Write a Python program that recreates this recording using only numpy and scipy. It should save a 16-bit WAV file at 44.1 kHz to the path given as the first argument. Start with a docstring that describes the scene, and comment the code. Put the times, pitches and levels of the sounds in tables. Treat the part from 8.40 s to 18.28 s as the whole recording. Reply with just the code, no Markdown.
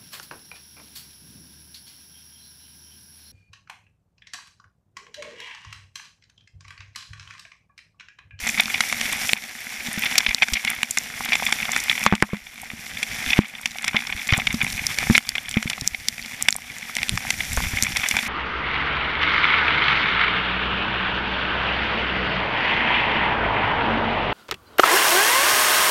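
"""Inside a concrete dam outlet, a hand-held camera goes through falling spray: noise bubbles make a steady rush.
From the start, drops, gobs and droplets splat close on the housing: noise bursts lifted by the port's resonances.
From 1.5 s, bumps thud through the case as damped swings, knocks and beating modes; the hardest come near 3.8 and 5 s.
The hardest hits duck the gain, and the rush slowly swells back; around 7.5 s the spray thins.
From 8.3 s the rumble of draught and grip, lumpy low noise, grows until 9.35 s, then eases."""
import sys
import numpy as np
from scipy import signal
from scipy.fft import rfft, irfft, next_fast_len
from scipy.io import wavfile
from scipy.ndimage import uniform_filter1d, map_coordinates

SR = 44100
rng = np.random.default_rng(int(sys.argv[2]) if len(sys.argv) > 2 else 0)


def materialize(psi):
    """Save the field psi as 16-bit PCM at rate SR to the path in sys.argv[1].

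    A 1-D psi becomes a single channel; in a 2-D psi each row is a channel.
    """
    bounded = np.clip(np.atleast_2d(psi).T, -1, 1)
    quanta = np.round(bounded * 32767).astype(np.int16)
    wavfile.write(sys.argv[1], SR, quanta)


N = 435708

# the falling sheet of water, duller when the microphone faces away: [t/s, level/dB, treble/dB]
RUSH_COURSE = [(0, -32.5, -0.5), (.85, -29.5, 0.5), (1.2, -31, .8), (1.7, -29.5, -2), (2.1, -30, 0.5),
               (2.6, -34.5, -1), (3.1, -33, 1.3), (4.0, -33, 1), (4.8, -27, -2.5), (5.2, -29, 0),
               (5.8, -31.5, -1), (6.3, -35.5, 0), (6.7, -31.5, 2), (7.2, -32.5, -1), (7.8, -37.5, -1),
               (8.5, -35, -2.5), (9.2, -32.5, 2.5), (9.87, -31, -1)]
# how thickly the spray falls on the housing: [t/s, level/dB]
SPRAY_COURSE = [(0, -31), (.6, -37), (1.35, -38), (1.9, -26), (2.3, -25), (2.65, -48.5), (2.87, -29),
                (3.5, -35), (3.7, -26), (4.6, -41), (5.02, -21), (5.3, -30), (5.5, -22), (6.1, -30),
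                (6.45, -41.5), (6.67, -29), (7.18, -31), (7.5, -54), (8.25, -40), (9.05, -44), (9.33, -30),
                (9.87, -32)]
# draught and handling rumble: [t/s, level/dB]
RUMBLE_COURSE = [(0, -53), (1.2, -57.5), (1.9, -50.5), (2.6, -54), (3.5, -53.5), (4.8, -41.5), (5.3, -48),
                 (6.4, -44), (7.3, -43.5), (7.7, -48), (8.3, -51.5), (8.8, -39.5), (9.35, -36.5),
                 (9.87, -46.5)]
# hard drops that strike the housing: [t/s, splat peak/dB, centre f/Hz, burst length/s]
HARD_DROPS = [(0.4058, -3, 2320, 0.0052), (0.526, -6.5, 2040, .0024), (.612, -8.5, 2170, 0.0026),
              (.933, 8.5, 2990, 0.0012), (1.755, -7.5, 2230, 0.0049), (1.7806, 5.5, 4120, .006),
              (1.947, 7.5, 4270, 0.00074), (2.03, -2, 2030, 0.011), (2.084, -3.5, 1730, 0.0034),
              (2.135, 1, 3850, 0.0082), (2.249, -2, 2560, .0026), (2.302, -6, 10200, .002),
              (2.431, 3, 2100, .0017), (2.5087, -5, 7500, .0037), (2.5723, -3, 2200, 0.0049),
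              (2.5853, -0.5, 6340, 0.0015), (2.9534, -7, 2290, 0.0044), (3.1244, -4.5, 1970, .0033),
              (3.318, -8, 6500, 0.0023), (3.3626, -4, 1780, .004), (3.6635, 6.5, 1030, 0.0075),
              (3.752, 1.5, 3000, 0.0037), (3.8244, 16, 1770, 0.0013), (4.629, -1, 2490, .0066),
              (5.2572, 9, 2660, 0.0049), (5.385, -1.5, 2730, 0.0014), (5.443, 0.5, 2480, .004),
              (5.4793, 4.5, 2420, 0.0039), (6.4672, -3.5, 6030, 0.0024), (6.586, -6, 3000, 0.0019),
              (6.779, 11, 2380, 0.0025), (6.8908, 7, 5200, 0.0016), (7.112, -5, 3740, .002),
              (7.227, -6.5, 2320, 0.0026), (7.299, -1.5, 2870, 0.0054), (7.411, -7.5, 5460, 0.0023),
              (7.4761, 5, 5740, 0.0011), (7.6846, 1, 4570, 0.0024), (8.0247, 0, 7430, 0.00084),
              (8.085, 6, 2540, 0.0038), (8.106, -3, 7000, 0.0018), (8.126, 0.5, 4000, 0.0011),
              (8.164, -5.5, 9440, 0.0016), (8.567, -4, 2660, 0.0013), (8.631, -6, 2920, .0015),
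              (8.694, 0.5, 4200, 0.00035), (8.7752, -6.5, 1690, 0.0026), (8.904, -5, 2720, 0.004),
              (9.425, 1, 5930, 0.00062), (9.434, -4.5, 6800, 0.0046), (9.569, -6.5, 2980, 0.0048),
              (9.687, -4.5, 7270, 0.0025), (9.711, -7, 2250, 0.0033), (9.767, -3, 1650, 0.0034)]
# soft gobs of water that slap over the microphone port: [t/s, splat peak/dB, burst length/s]
LOUD_SLAPS = [(.1986, -0.5, 0.0054), (1.6565, -10, 0.0094), (1.805, -3.5, .002), (1.864, 2, 0.0036),
              (1.887, -6.5, 0.01), (1.908, -7, 0.0074), (2.021, 6, 0.012), (2.153, -4, 0.013),
              (2.167, -3.5, 0.011), (2.274, -4, 0.01), (2.92, -5.5, 0.0053), (2.931, -4.5, 0.0084),
              (3.065, -4.5, 0.0035), (3.497, -2.5, 0.0026), (3.673, -2.5, 0.011), (3.714, -8, .003),
              (4.931, 2.5, 0.0082), (4.971, -9.5, 0.004), (5.485, -5, 0.0086), (5.5654, 5.5, 0.0058),
              (5.7245, -3, 0.0067), (5.889, -5, .007), (5.904, -5, 0.0067), (5.9244, 1, 0.0018),
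              (5.935, 1, 0.0048), (5.9975, -8.5, 0.0075), (6.07, -1, 0.0047), (6.214, -4.5, .003),
              (6.751, -1, .007), (6.953, -0.5, 0.0068), (6.981, 1.5, 0.0031), (7.1414, -5, 0.0026),
              (7.172, 0, 0.0029), (7.332, -6, 0.0028), (7.546, -5.5, 0.0028)]
# bumps on the case: [t/s, push/dB, push f/Hz, case ring/dB, knock/dB]
BUMPS = [(1.485, -48, 170, -22.5, -42), (1.576, -40, 139, -19.5, -36), (1.884, -20.5, 45, -28, -40),
         (2.124, -15.5, 57, -21, -21), (3.6634, -34, 200, -3, 5.5), (3.725, -2, 315, 4, 8),
         (3.7356, -2, 300, -4.5, 3), (3.825, 9, 324, 0, 11.5), (3.933, -1.5, 403, 0, -6.5),
         (4.335, -23, 143, -20, -34), (4.99, 12.5, 260, 5.5, -8), (5.545, -32, 284, -9, -5.5),
         (5.749, -22.5, 74, -33, -40), (5.925, -3.5, 109, -22.5, -11), (5.979, -13, 153, -27, -31),
         (6.142, -41, 220, -13, -26), (6.234, -19.5, 152, -36.5, -30), (6.699, -9.5, 194, -8.5, -11),
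         (6.708, -10, 152, -11, -21), (7.169, -7, 170, -4, -9), (7.257, -14, 151, -17.5, -40),
         (7.42, -20.5, 130, -26, -31), (9.173, -15, 55, -26, -9.5), (9.335, -18.5, 100, -25.5, -27),
         (9.427, -20, 110, -24, -33)]
# relative spectrum of the rush, ahead of the port: [f/Hz, level per Hz/dB]
RUSH_SPECTRUM = [(30, -14), (172, -14), (238, -2), (320, -13.5), (500, -12), (770, -9), (1100, -13),
                 (1750, -1.5), (2300, -3), (4000, -8.5), (5700, -7), (8200, -13), (12500, -10.5),
                 (15300, -20.5)]
# relative spectrum of the spray, ahead of the port: [f/Hz, level per Hz/dB]
SPRAY_SPECTRUM = [(40, -18), (178, -12), (238, 0), (320, -16), (500, -33), (780, -6), (1200, -3),
                  (2200, 0.5), (3600, -4), (4400, -21.5), (7000, -32), (15000, -34)]
# relative spectrum of the rumble: [f/Hz, level per Hz/dB]
RUMBLE_SPECTRUM = [(10, -20), (30, -4.5), (90, -6.5), (180, -6.5), (400, -31), (1200, -52)]
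# relative spectrum of a bump's dull knock: [f/Hz, level per Hz/dB]
KNOCK_SPECTRUM = [(60, -1), (300, -16.5), (1100, 2), (2400, -5.5), (5000, -33.5), (15000, -56)]
# resonances of the housing and its microphone port: [f/Hz, width/Hz, lift/dB]
PORT_RESONANCES = [(755, 204, 7.5), (2178, 644, 12), (2467, 190, 3), (2630, 61, -2), (3482, 274, 8),
                   (5670, 870, 10), (7300, 600, 8.5), (9480, 1650, 6)]

CASE_HZ = 227.6  # nominal pitch of the upper of the case's two low modes
TOP_HZ = 15450  # nothing is kept above this
SLAP_HZ, SLAP_TOP_HZ = 2925, 3870  # nominal centre and upper edge of the dull slaps
# upper edge of the splash of a drop centred on TOP_AT_HZ; the edge is higher for higher drops
DROP_TOP_HZ, TOP_AT_HZ, TOP_GROWS = 11900, 2950, 0.4
DROP_Q, PURER_HZ = 0.75, 3100  # the higher a drop's centre, the narrower its band


def rush(fizz_db, flutter_db, hiss_flutter_db):
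    """The sheet of water breaks into countless bursting bubbles; body and hiss each surge on their own."""
    fizz = rng.standard_normal((2, N)) * amp(fizz_db * wobble(1500))
    low_pass = signal.butter(2, 3600, fs=SR, output="sos")
    high_pass = signal.butter(2, 3600, "high", fs=SR, output="sos")
    body = signal.sosfilt(low_pass, fizz[0]) * amp(flutter_db * wobble(45))
    treble_db = curve(RUSH_COURSE, order=2) + hiss_flutter_db * wobble(30)
    hiss = signal.sosfilt(high_pass, fizz[1]) * amp(treble_db)
    spectrum = shape(RUSH_SPECTRUM)
    water = coloured(body + hiss, lambda hz: spectrum(hz) + 0.54 * port(hz))
    return amp(curve(RUSH_COURSE)) * unit(water)


def drops(case_db):
    """Full drops splat on the housing: higher ones are narrower in band and ring the case less."""
    out, t = np.zeros(N), np.arange(SR // 12) / SR
    for s, db, centre_hz, length in HARD_DROPS:
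        q = DROP_Q + centre_hz / PURER_HZ
        top_hz = DROP_TOP_HZ * (centre_hz / TOP_AT_HZ) ** TOP_GROWS
        hit = splat(t, centre_hz, top_hz, length, q=q, spatter_db=-37.5, spatter_t60=0.058)
        weight = min(1, 2200 / centre_hz) * amp(case_db)
        add(out, s, amp(db) * (hit + weight * case_ring(t, t60=0.081)))
    return out


def slaps(rows, case_db):
    """Gobs of water flatten over the port, each at a slightly different pitch, and stir the case."""
    out, t = np.zeros(N), np.arange(SR // 12) / SR
    for s, db, length in rows:
        centre_hz = SLAP_HZ * np.exp(rng.normal(0, 0.089))
        hit = splat(t, centre_hz, SLAP_TOP_HZ, length, q=1.28, spatter_db=-27, spatter_t60=0.043)
        add(out, s, amp(db) * (hit + amp(case_db) * case_ring(t, t60=0.098)))
    return out


def small_slaps(level_db, scatter_db, length, count):
    """Rows of lesser slaps, which come more often where the spray is thick."""
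    fallen = np.cumsum(amp(curve(SPRAY_COURSE)))
    when, size, spread = rng.random((count, 3)).T
    # one slap in each equal share of the fallen spray
    share = (np.arange(count) + when) / count
    times = np.searchsorted(fallen / fallen[-1], share) / SR
    levels_db = level_db + scatter_db * (2 * size - 1)
    return list(zip(times, levels_db, length * np.exp(spread - 0.5)))


def splat(t, centre_hz, top_hz, length, q, spatter_db, spatter_t60, ping=0.52, glide=0.14):
    """One drop of peak 1 bursts as it flattens, then spatters; soft drops lack treble and ring the port more."""
    # the spatter's level jumps 400 times a second
    unevenness = np.repeat(amp(rng.normal(0, 6.4, len(t))), SR // 400)[:len(t)]
    spatter = amp(spatter_db - 60 * t / spatter_t60) * unevenness
    age = t / max(length, 1e-4)
    burst = np.exp(-age ** 2)
    ringing = np.clip((6500 / top_hz) ** 0.55, 0.4, 1.5)

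    def colour(hz):
        """A bell round the centre, cut at the upper edge and lifted by the port, in dB."""
        detune = (hz + 120) / centre_hz - centre_hz / (hz + 120)
        bell_db = -10 * np.log10(1 + (q * detune) ** 2)
        edge_db = -10 * np.log10(1 + (hz / top_hz) ** 8)
        return bell_db + edge_db + ringing * port(hz)

    splash = crest(coloured((burst + spatter) * rng.standard_normal(len(t)), colour))
    # air caught under the drop rings for an instant, falling in pitch as the film spreads
    air_hz = centre_hz * np.exp(glide * (1 - 2 * np.minimum(age, 2)))
    air = np.sin(2 * np.pi * np.cumsum(air_hz) / SR) * burst
    return crest(splash + ping * air / (1 + length / 0.0015))


def thumps(knock_t60, rattle_db):
    """A bump shoves the air in the port once, knocks with a short rattle, and leaves the case ringing."""
    out, t = np.zeros(N), np.arange(SR // 5) / SR
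    for s, push, push_hz, ring, knock in BUMPS:
        # the rattle's level jumps 300 times a second
        rattle = np.repeat(amp(rattle_db * (2 * rng.random(len(t)) - 1.5)), SR // 300)[:len(t)]
        contact = amp(-60 * t / 0.012) + 0.42 * rattle * amp(-60 * t / knock_t60)
        rap = crest(coloured(rng.standard_normal(len(t)) * contact, shape(KNOCK_SPECTRUM)))
        body = case_ring(t, t60=0.095, sag=0.08 * min(1, amp(ring + 2)))
        add(out, s, amp(knock) * rap - amp(push) * shove(t, push_hz) - amp(ring) * body)
    return out


def shove(t, hz):
    """One heavily damped swing of the air in the port, peak 1."""
    cycles = hz * t
    return crest(np.sin(2 * np.pi * cycles) * np.exp(-(cycles / 0.92) ** 2))


def case_ring(t, t60, sag=0):
    """The case's low pair of modes beat; they differ a little at each blow and are flatter by the sag."""
    phase = 2 * np.pi * CASE_HZ * np.exp(rng.normal(0, 0.033) - sag) * t
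    upper = np.sin(phase)
    lower = 0.5 * np.sin(rng.uniform(0.77, 0.97) * phase) * amp(-30 * t / t60)
    return (upper + lower) * amp(-60 * t / t60) / np.sqrt(2)


def port(hz):
    """The lift in dB that the port's resonances give to water sounds."""
    return sum(db / (1 + (2 * (hz - centre) / width) ** 2) for centre, width, db in PORT_RESONANCES)


def spray(rate, scatter_db, clump_db, life):
    """Tiny droplets patter on the housing in clumps, each a decaying burst of noise."""
    landed = rng.random(N) < rate / SR
    size_db = scatter_db * np.clip(rng.standard_normal(N), -2, 2) + clump_db * wobble(28)
    sizes = landed * amp(size_db)
    t = np.arange(SR // 20) / SR
    # overlapping bursts add in power
    power = signal.fftconvolve(sizes ** 2, np.exp(-2 * t / life))[:N]
    bursts = np.sqrt(np.abs(power))
    spectrum = shape(SPRAY_SPECTRUM)
    patter = coloured(bursts * rng.standard_normal(N), lambda hz: spectrum(hz) + port(hz))
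    return amp(curve(SPRAY_COURSE)) * unit(patter)


def droplets(level_db, scatter_db, centre_hz, length, case_db, count):
    """Single droplets tick at random, each in its own register, harder where the spray is thick."""
    out, t, spray_db = np.zeros(N), np.arange(SR // 16) / SR, curve(SPRAY_COURSE)
    starts = rng.integers(0, N, count)
    traits = np.clip(rng.standard_normal((count, 4)), -1.8, 1.8)
    for at, (size, pitch, life, hardness) in zip(starts, traits):
        hz = centre_hz * np.exp(0.38 * pitch)
        top_hz = 2.54 * hz * np.exp(0.46 * hardness)
        burst_s = length * np.exp(0.35 * life)
        tick = splat(t, hz, top_hz, burst_s, q=2.1, spatter_db=-24, spatter_t60=0.025)
        tick_db = level_db + 0.4 * spray_db[at] + scatter_db * size
        add(out, at / SR, amp(tick_db) * (tick + amp(case_db) * case_ring(t, t60=0.12)))
    return out


def jolts(level_db, scatter_db, centre_hz, case_db, count):
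    """Small soft jolts from the grip and from water slapping the case swing the air and ring the case."""
    out, t, rumble_db = np.zeros(N), np.arange(SR // 8) / SR, curve(RUMBLE_COURSE)
    starts = rng.integers(0, N, count)
    traits = np.clip(rng.standard_normal((count, 2)), -1.7, 1.7)
    for at, (size, pitch) in zip(starts, traits):
        hz = centre_hz * np.exp(0.45 * pitch)
        jolt = shove(t, hz) + amp(case_db) * hz / CASE_HZ * case_ring(t, t60=0.039)
        jolt_db = level_db + rumble_db[at] + scatter_db * size
        add(out, at / SR, amp(jolt_db) * rng.choice([-1, 1]) * jolt)
    return out


def rumble(lump_db):
    """Draught from the falling water and the grip on the case make a lumpy low noise."""
    lumps = rng.standard_normal(N) * amp(lump_db * wobble(18))
    return amp(curve(RUMBLE_COURSE)) * unit(coloured(lumps, shape(RUMBLE_SPECTRUM)))


def amp(db):
    """Decibels to gain."""
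    return 10 ** (np.asarray(db) / 20)


def unit(x):
    """Scale to rms 1."""
    return x / np.sqrt(np.mean(x ** 2) + 1e-20)


def crest(x):
    """Scale to peak 1."""
    return x / (np.abs(x).max() + 1e-12)


def curve(rows, order=1):
    """One value per sample from a column of (t/s, ..) rows."""
    columns = np.transpose(rows)
    return np.interp(np.arange(N) / SR, columns[0], columns[order])


def wobble(rate):
    """A smooth random curve, rate knots a second."""
    knots = rng.standard_normal(int(N * rate / SR) + 4)
    return map_coordinates(knots, [np.arange(N) * rate / SR])


def shape(points):
    """(f/Hz, level/dB) points as a function of frequency, on a log axis."""
    f, db = np.transpose(points)
    return lambda hz: np.interp(np.log(hz + 1), np.log(f + 1), db)


def coloured(x, db_of):
    """Causal minimum-phase filter whose gain in dB is a function of frequency."""
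    m = 2 * next_fast_len(len(x))
    log_gain = db_of(np.fft.rfftfreq(m, 1 / SR)) * np.log(10) / 20
    # folding the cepstrum onto positive times makes the filter causal
    cepstrum = irfft(log_gain, m)
    cepstrum[1:m // 2] *= 2
    cepstrum[m // 2 + 1:] = 0
    return irfft(rfft(x, m) * np.exp(rfft(cepstrum)), m)[:len(x)]


def add(track, s, sound):
    """Mix a sound into the track at time s."""
    part = track[max(0, round(s * SR)):][:len(sound)]
    part += sound[:len(part)]


def scene():
    """The rush all around, and the water and bumps close up on the camera itself."""
    water = rush(fizz_db=3, flutter_db=2.0, hiss_flutter_db=1.75)
    lesser = small_slaps(level_db=-11.5, scatter_db=4, length=0.0044, count=44)
    splats = drops(case_db=-27.5) + slaps(LOUD_SLAPS + lesser, case_db=-32.5)
    bumps = thumps(knock_t60=0.074, rattle_db=5)
    patter = spray(rate=220, scatter_db=5.5, clump_db=4.0, life=0.0031)
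    plops = droplets(level_db=-3, scatter_db=2.5, centre_hz=2295, length=0.0021, case_db=-18.5, count=280)
    ticks = droplets(level_db=-4.5, scatter_db=5.5, centre_hz=7920, length=0.001, case_db=-44, count=95)
    handling = jolts(level_db=11.5, scatter_db=3.5, centre_hz=106, case_db=-19, count=150)
    handling += rumble(lump_db=5.5)
    return (water + splats + bumps + patter + plops + ticks + handling)[None]


def record(dry):
    """Gain control ducks on a peak, down to a limit, and recovers steadily; what overshoots is clipped."""
    ceiling_db, deepest_db, recovery_db_per_s = -1.5, 17, 13
    level_db = 20 * np.log10(np.abs(dry[0]) + 1e-9)
    over_db = np.clip(level_db - ceiling_db, 0, deepest_db)
    # hold the deepest duck so far, less what has since recovered
    recovered = recovery_db_per_s * np.arange(N) / SR
    duck_db = np.maximum.accumulate(over_db + recovered) - recovered
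    duck_db = uniform_filter1d(duck_db, size=41, origin=20)  # the attack takes about a millisecond
    clipped = np.clip(dry * amp(-duck_db), -1, 1)
    m = next_fast_len(N + SR // 2)
    kept = np.fft.rfftfreq(m, 1 / SR) < TOP_HZ
    return irfft(rfft(clipped, m) * kept, m)[:, :N]


dry = scene()
out = record(dry)
materialize(out)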